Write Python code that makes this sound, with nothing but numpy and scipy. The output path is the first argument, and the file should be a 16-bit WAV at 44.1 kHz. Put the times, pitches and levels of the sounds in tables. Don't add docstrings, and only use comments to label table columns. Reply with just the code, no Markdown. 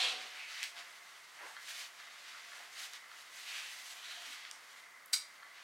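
import sys
import numpy as np
from scipy import signal
from scipy.fft import rfft, irfft, next_fast_len
from scipy.io import wavfile
from scipy.ndimage import map_coordinates

SR = 44100
rng = np.random.default_rng(int(sys.argv[2]) if len(sys.argv) > 2 else 0)


def store_pcm(level_fs):
    pcm = np.round(np.clip(level_fs, -1, 1) * 32767).astype(np.int16)
    wavfile.write(sys.argv[1], SR, np.atleast_2d(pcm).T)


N = 248283

# pitch_hz, level_db
FAN_COLOUR = [(30, -41), (80, -22.5), (130, -15), (250, -13), (450, -8), (660, -3.5), (800, -5.5),
              (1100, 4), (1600, 2.5), (2200, -2), (2600, -6), (4500, -7), (9000, -12.5), (15800, -21)]
SWISH_COLOUR = [(150, -67), (600, -18.5), (1100, -12), (1800, -8.5), (2300, -4), (2620, 1), (2850, -2),
                (3200, 0.5), (4200, -2), (5000, -10.5), (7200, -16), (10000, -24), (15500, -44)]
SWISH_BODY_COLOUR = [(50, -48), (150, -26), (280, -15.5), (380, -6.5), (520, -0.5), (660, -5), (750, 10),
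                     (860, -9), (1100, -2), (1600, -12), (6000, -50)]
RUB_COLOUR = [(250, -69), (600, -36), (900, -21.5), (1300, -7), (1900, -0.5), (2900, -2.5), (4500, -5),
              (6500, -12.5), (9000, -23), (13000, -37)]
FIBRE_COLOUR = [(500, -63), (3000, -1), (5500, -3), (7500, -3.5), (10000, -8), (13000, -12.5),
                (16000, -20.5)]
FLAP_COLOUR = [(50, -46), (140, -45), (280, -14.5), (450, -14.5), (700, 3), (1100, 1), (1600, 5.5),
               (2600, -1), (8000, -47)]

# time_s, level_db
SHIFTING = [(0.3, -60), (0.7, -62.5), (1.1, -63), (1.3, -64), (2.5, -62.5), (3.05, -66), (4.3, -60),
            (4.85, -74), (5.05, -82), (5.36, -66.5), (5.63, -87)]
# peak_s, rise_s, fall_s, rub_db, hiss_above_rub_db
STROKES = [(0.19, 0.059, 0.2, -49.5, -32), (0.42, 0.065, 0.064, -53.5, -14), (0.53, .05, 0.07, -48.5, -11),
           (0.635, 0.074, 0.034, -45, -11.5), (0.78, .022, 0.062, -49, -9.5), (0.93, 0.12, .17, -65, -1),
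           (1.48, 0.096, 0.07, -64.5, 4), (1.72, 0.089, 0.084, -49.5, -2), (1.815, 0.071, 0.057, -49, -2),
           (2.0, .035, 0.05, -57.5, -11), (2.085, 0.049, .1, -57, -21), (2.29, 0.12, 0.28, -55.5, -12.5),
           (2.56, 0.12, 0.11, -59.5, 0), (2.825, 0.082, 0.075, -48, -1.5),
           (2.945, 0.025, 0.04, -51.5, -6.5), (3.2, 0.094, 0.075, -59.5, -1.5),
           (3.39, 0.091, 0.18, -56.5, 0), (3.51, .04, 0.056, -49, -5), (3.59, 0.083, 0.085, -47, -5),
           (3.73, 0.13, 0.11, -54.5, 0.5), (3.9, 0.11, 0.075, -56, 3.5), (4.11, 0.2, 0.1, -52.5, -5.5),
           (4.29, 0.15, .11, -51, -5), (4.47, 0.16, .05, -54.5, -18), (4.73, 0.16, 0.16, -63, -1),
           (5.62, 0.12, .08, -58, -15)]
# peak_s, level_db
FLAPS = [(0.37, -59.5), (0.79, -58), (1.425, -51), (2.585, -58), (4.22, -62.5), (4.54, -61)]
# peak_s, spread_s, pitch_hz, width_hz, level_db
BREATHY_SWELLS = [(.17, 0.057, 268, 70, -71.5), (0.432, 0.056, 2420, 750, -50),
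                  (1.453, 0.022, 500, 246, -61), (2.36, 0.024, 1310, 350, -56),
                  (2.603, 0.021, 694, 200, -64), (3.118, 0.03, 1180, 350, -61),
                  (3.583, 0.1, 2530, 1310, -49), (4.103, 0.049, 3930, 450, -53.5),
                  (4.135, 0.04, 1680, 300, -59), (4.19, 0.13, 3140, 300, -56.5),
                  (4.19, 0.046, 690, 90, -62), (4.287, 0.039, 282, 80, -76.5)]
# start_s, relative_level_db, pitch_hz, width_octaves
SNAPS = [(0.6302, -18.5, 3540, 0.8), (0.6381, -23.5, 3460, 0.96), (.6440, -33, 5500, 0.82),
         (0.65, -48, 5000, 1.1), (0.658, -44, 3800, 1.6), (2.935, -31, 3000, 1.1), (2.953, -42, 3200, 0.9),
         (4.4513, -29.5, 2470, 0.48), (4.5130, -26.5, 3750, 0.73), (5.0598, -37.5, 10800, 0.58),
         (5.1276, -33, 8000, 0.83)]
# start_s, relative_level_db
KNOCKS = [(1.5659, -36), (1.573, -38), (1.9994, -43), (2.0718, -46), (2.157, -47), (2.519, -41),
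          (2.533, -41), (3.0406, -43), (3.115, -41.5), (5.426, -46), (5.431, -41.5)]
# pitch_hz, relative_level_db, ring_s
KNOCK_TONES = [(1154, -4.5, 0.081), (1402, 7, 0.017), (1750, 4, 0.026), (2045, -9, 0.095),
               (3200, -4.5, 0.024), (4270, 4, 0.0074)]
# start_s, relative_level_db
CLICK_POPS = [(5.1303, -19.3), (5.1322, -22.5), (5.1331, -14.5), (5.1359, -22.5), (5.1383, -17),
              (5.1404, -21.8), (5.143, -20.8)]
# pitch_hz, width_hz, gain_db
CLICK_RESONANCES = [(1410, 820, -8.5), (2210, 210, 1), (3000, 820, -7), (3800, 190, 6.5), (4220, 370, 3.5),
                    (4820, 185, 9.5), (5700, 340, 1), (6600, 370, -2), (7040, 490, -1), (8260, 680, 1.5),
                    (8900, 420, -1.5), (9900, 490, -1.5), (13200, 1200, -12.5), (14900, 1300, -17)]

# pitch_hz, fade_s
ROOM_FADE = [(300, .32), (2000, .26), (5000, .28), (9000, .25), (15000, .21)]
# pitch_hz, side_gain_db
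STEREO_WIDTH = [(60, -10), (110, -9), (200, -6), (700, -5.5), (1300, -7.5), (2300, -14.5), (4200, -25.5),
                (8000, -27.5), (15000, -44)]


def amp(db):
    return 10 ** (np.asarray(db) / 20)


def unit(x):
    return x / np.sqrt(np.mean(x ** 2) + 1e-20)


def along(points, hz):
    pitches, values = np.transpose(points)
    return np.interp(np.log(hz + 1), np.log(pitches), values)


def wobble(per_s):
    points = rng.standard_normal(int(N * per_s / SR) + 4)
    return map_coordinates(points, [np.arange(N) * per_s / SR])


def swell(peak_s, rise_s, fall_s, shape=1.5):
    t = np.arange(N) / SR - peak_s
    return np.exp(-np.abs(t / np.where(t < 0, rise_s, fall_s)) ** shape)


def filtered(x, response):
    n = x.shape[-1]
    padded = next_fast_len(n + SR // 4)
    return irfft(rfft(x, padded) * response(np.fft.rfftfreq(padded, 1 / SR)), padded)[..., :n]


def coloured(x, colour):
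    return unit(filtered(x, lambda hz: amp(along(colour, hz))))


def narrow(pitch_hz, width_hz):
    def band(hz):
        return (hz * width_hz) ** 2 / ((pitch_hz ** 2 - hz ** 2) ** 2 + (hz * width_hz) ** 2)
    return unit(filtered(rng.standard_normal((2, N)), band))


def room(x, echo_db, build_s=0.017):
    hz, t, noise = signal.stft(rng.standard_normal((2, SR // 2)), SR, nperseg=256)
    fade = np.exp(-np.log(1000) * t / along(ROOM_FADE, hz)[:, None])
    tail = signal.istft(noise * fade * (1 - np.exp(-t / build_s)), SR, nperseg=256)[1]
    echo = signal.fftconvolve(x[None], tail / np.linalg.norm(tail[0]), axes=1)[:, :N]
    return amp(echo_db) * echo + np.array([x, np.zeros(N)])


def fan():
    hiss = amp(-60.5) * coloured(rng.standard_normal((2, N)), FAN_COLOUR)
    band = narrow(pitch_hz=2050, width_hz=270)
    return hiss + amp(-63.5 + 1.8 * wobble(per_s=14)) * band


def friction(per_s, spread_db, echo_db=3):
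    caught = rng.random(N) < per_s / SR
    sizes = amp(spread_db * np.minimum(rng.exponential(size=N), 4))
    return unit(room(caught * sizes * rng.standard_normal(N), echo_db))


def swish(peak_s=0.014, body_lag_s=0.042):
    rub_level = amp(-30.5 + 0.72 * wobble(per_s=66)) * swell(peak_s, rise_s=0.12, fall_s=0.1)
    body_level = amp(-53) * swell(peak_s + body_lag_s, rise_s=0.099, fall_s=0.18)
    rub = coloured(friction(per_s=16000, spread_db=1.5, echo_db=-0.5), SWISH_COLOUR)
    body = coloured(friction(per_s=6000, spread_db=2, echo_db=-7.5), SWISH_BODY_COLOUR)
    return rub_level * rub + body_level * body


def cloth():
    shifting_db = np.interp(np.arange(N) / SR, *np.transpose(SHIFTING))
    rub_power, fibre_power = amp(shifting_db) ** 2, amp(shifting_db - 2) ** 2
    for peak_s, rise_s, fall_s, rub_db, hiss_db in STROKES:
        stroke = amp(rub_db) * swell(peak_s, rise_s, fall_s)
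        rub_power += stroke ** 2
        fibre_power += (amp(hiss_db) * stroke) ** 2
    flutter = amp(-64) * (np.sqrt(rub_power) / amp(-55)) ** 0.4
    flap_power = flutter ** 2
    for peak_s, db in FLAPS:
        flap_power += (amp(db) * swell(peak_s, rise_s=0.046, fall_s=0.098)) ** 2
    grip = amp(1.02 * wobble(per_s=45))
    rub = grip * np.sqrt(rub_power) * coloured(friction(per_s=10000, spread_db=1.5), RUB_COLOUR)
    fibres = grip * np.sqrt(fibre_power) * coloured(friction(per_s=9000, spread_db=0.5), FIBRE_COLOUR)
    flap = np.sqrt(flap_power) * coloured(friction(per_s=3000, spread_db=-1), FLAP_COLOUR)
    return rub + fibres + flap


def breathy_swells():
    t = np.arange(N) / SR
    return sum(amp(db) * np.exp(-((t - peak_s) / spread_s) ** 2 / 2) * narrow(pitch_hz, width_hz)
               for peak_s, spread_s, pitch_hz, width_hz, db in BREATHY_SWELLS)


def add(track, start_s, sound):
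    part = track[round(start_s * SR):][:len(sound)]
    part += sound[:len(part)]


def snaps(fade_s=0.00099):
    track, t = np.zeros(N), np.arange(SR // 50) / SR
    lead = SR // 100
    for start_s, db, pitch_hz, octaves in SNAPS:
        crumple = 0.5 * rng.standard_normal(len(t)) * np.exp(-t / fade_s)
        snap = np.pad((t == 0) + crumple, (lead, 0))
        snap = filtered(snap, lambda hz: np.exp(-(np.log2((hz + 1) / pitch_hz) / octaves) ** 2 / 2))
        add(track, start_s - lead / SR, amp(db + 6.5) * snap / np.linalg.norm(snap))
    return room(track, echo_db=-5)


def ring(tones, t, rise_s=0.0003):
    hz, db, ring_s = np.transpose(tones)[:, :, None]
    strength = amp(db + rng.normal(0, 0.97, hz.shape))
    fade = np.exp(-np.log(1000) * t / ring_s)
    waves = np.sin(2 * np.pi * (hz * t + rng.random(hz.shape)))
    return (strength * fade * waves).sum(axis=0) * (1 - np.exp(-t / rise_s))


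def knocks(bass_cut_hz=700):
    track, t = np.zeros(N), np.arange(SR // 10) / SR
    for start_s, db in KNOCKS:
        add(track, start_s, amp(db - 8.5) * ring(KNOCK_TONES, t))
    return room(filtered(track, lambda hz: hz ** 3 / (hz ** 3 + bass_cut_hz ** 3)), echo_db=-4)


def wet_click(fade_s=0.0035, wall_delay_s=0.0215, wall_db=-14, bass_cut_hz=800):
    pops, t = np.zeros(N), np.arange(SR // 20) / SR
    for start_s, db in CLICK_POPS:
        pop = amp(db - 3) * rng.standard_normal(len(t)) * np.exp(-t / fade_s)
        add(pops, start_s, pop)
        add(pops, start_s + wall_delay_s, amp(wall_db) * pop)

    def resonances(hz):
        peaks = sum((-1) ** k * amp(db) * 1j * hz * width / (pitch ** 2 - hz ** 2 + 1j * hz * width)
                    for k, (pitch, width, db) in enumerate(CLICK_RESONANCES))
        return peaks * (1j * hz / (1j * hz + bass_cut_hz)) ** 2
    return room(filtered(pops, resonances), echo_db=-5, build_s=0.0037)


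def stereo(pair):
    middle, side = pair[0], filtered(pair[1], lambda hz: amp(along(STEREO_WIDTH, hz)))
    return np.array([middle + side, middle - side])


def scene():
    mix = fan() + swish() + cloth() + breathy_swells() + snaps() + knocks() + wet_click()
    return stereo(mix) * amp([[-0.3], [0.3]])


def record(dry, bass_cut_hz=60, top_hz=15850):
    return filtered(dry, lambda hz: hz / np.hypot(hz, bass_cut_hz) * (hz < top_hz))


dry = scene()
out = record(dry)
store_pcm(out)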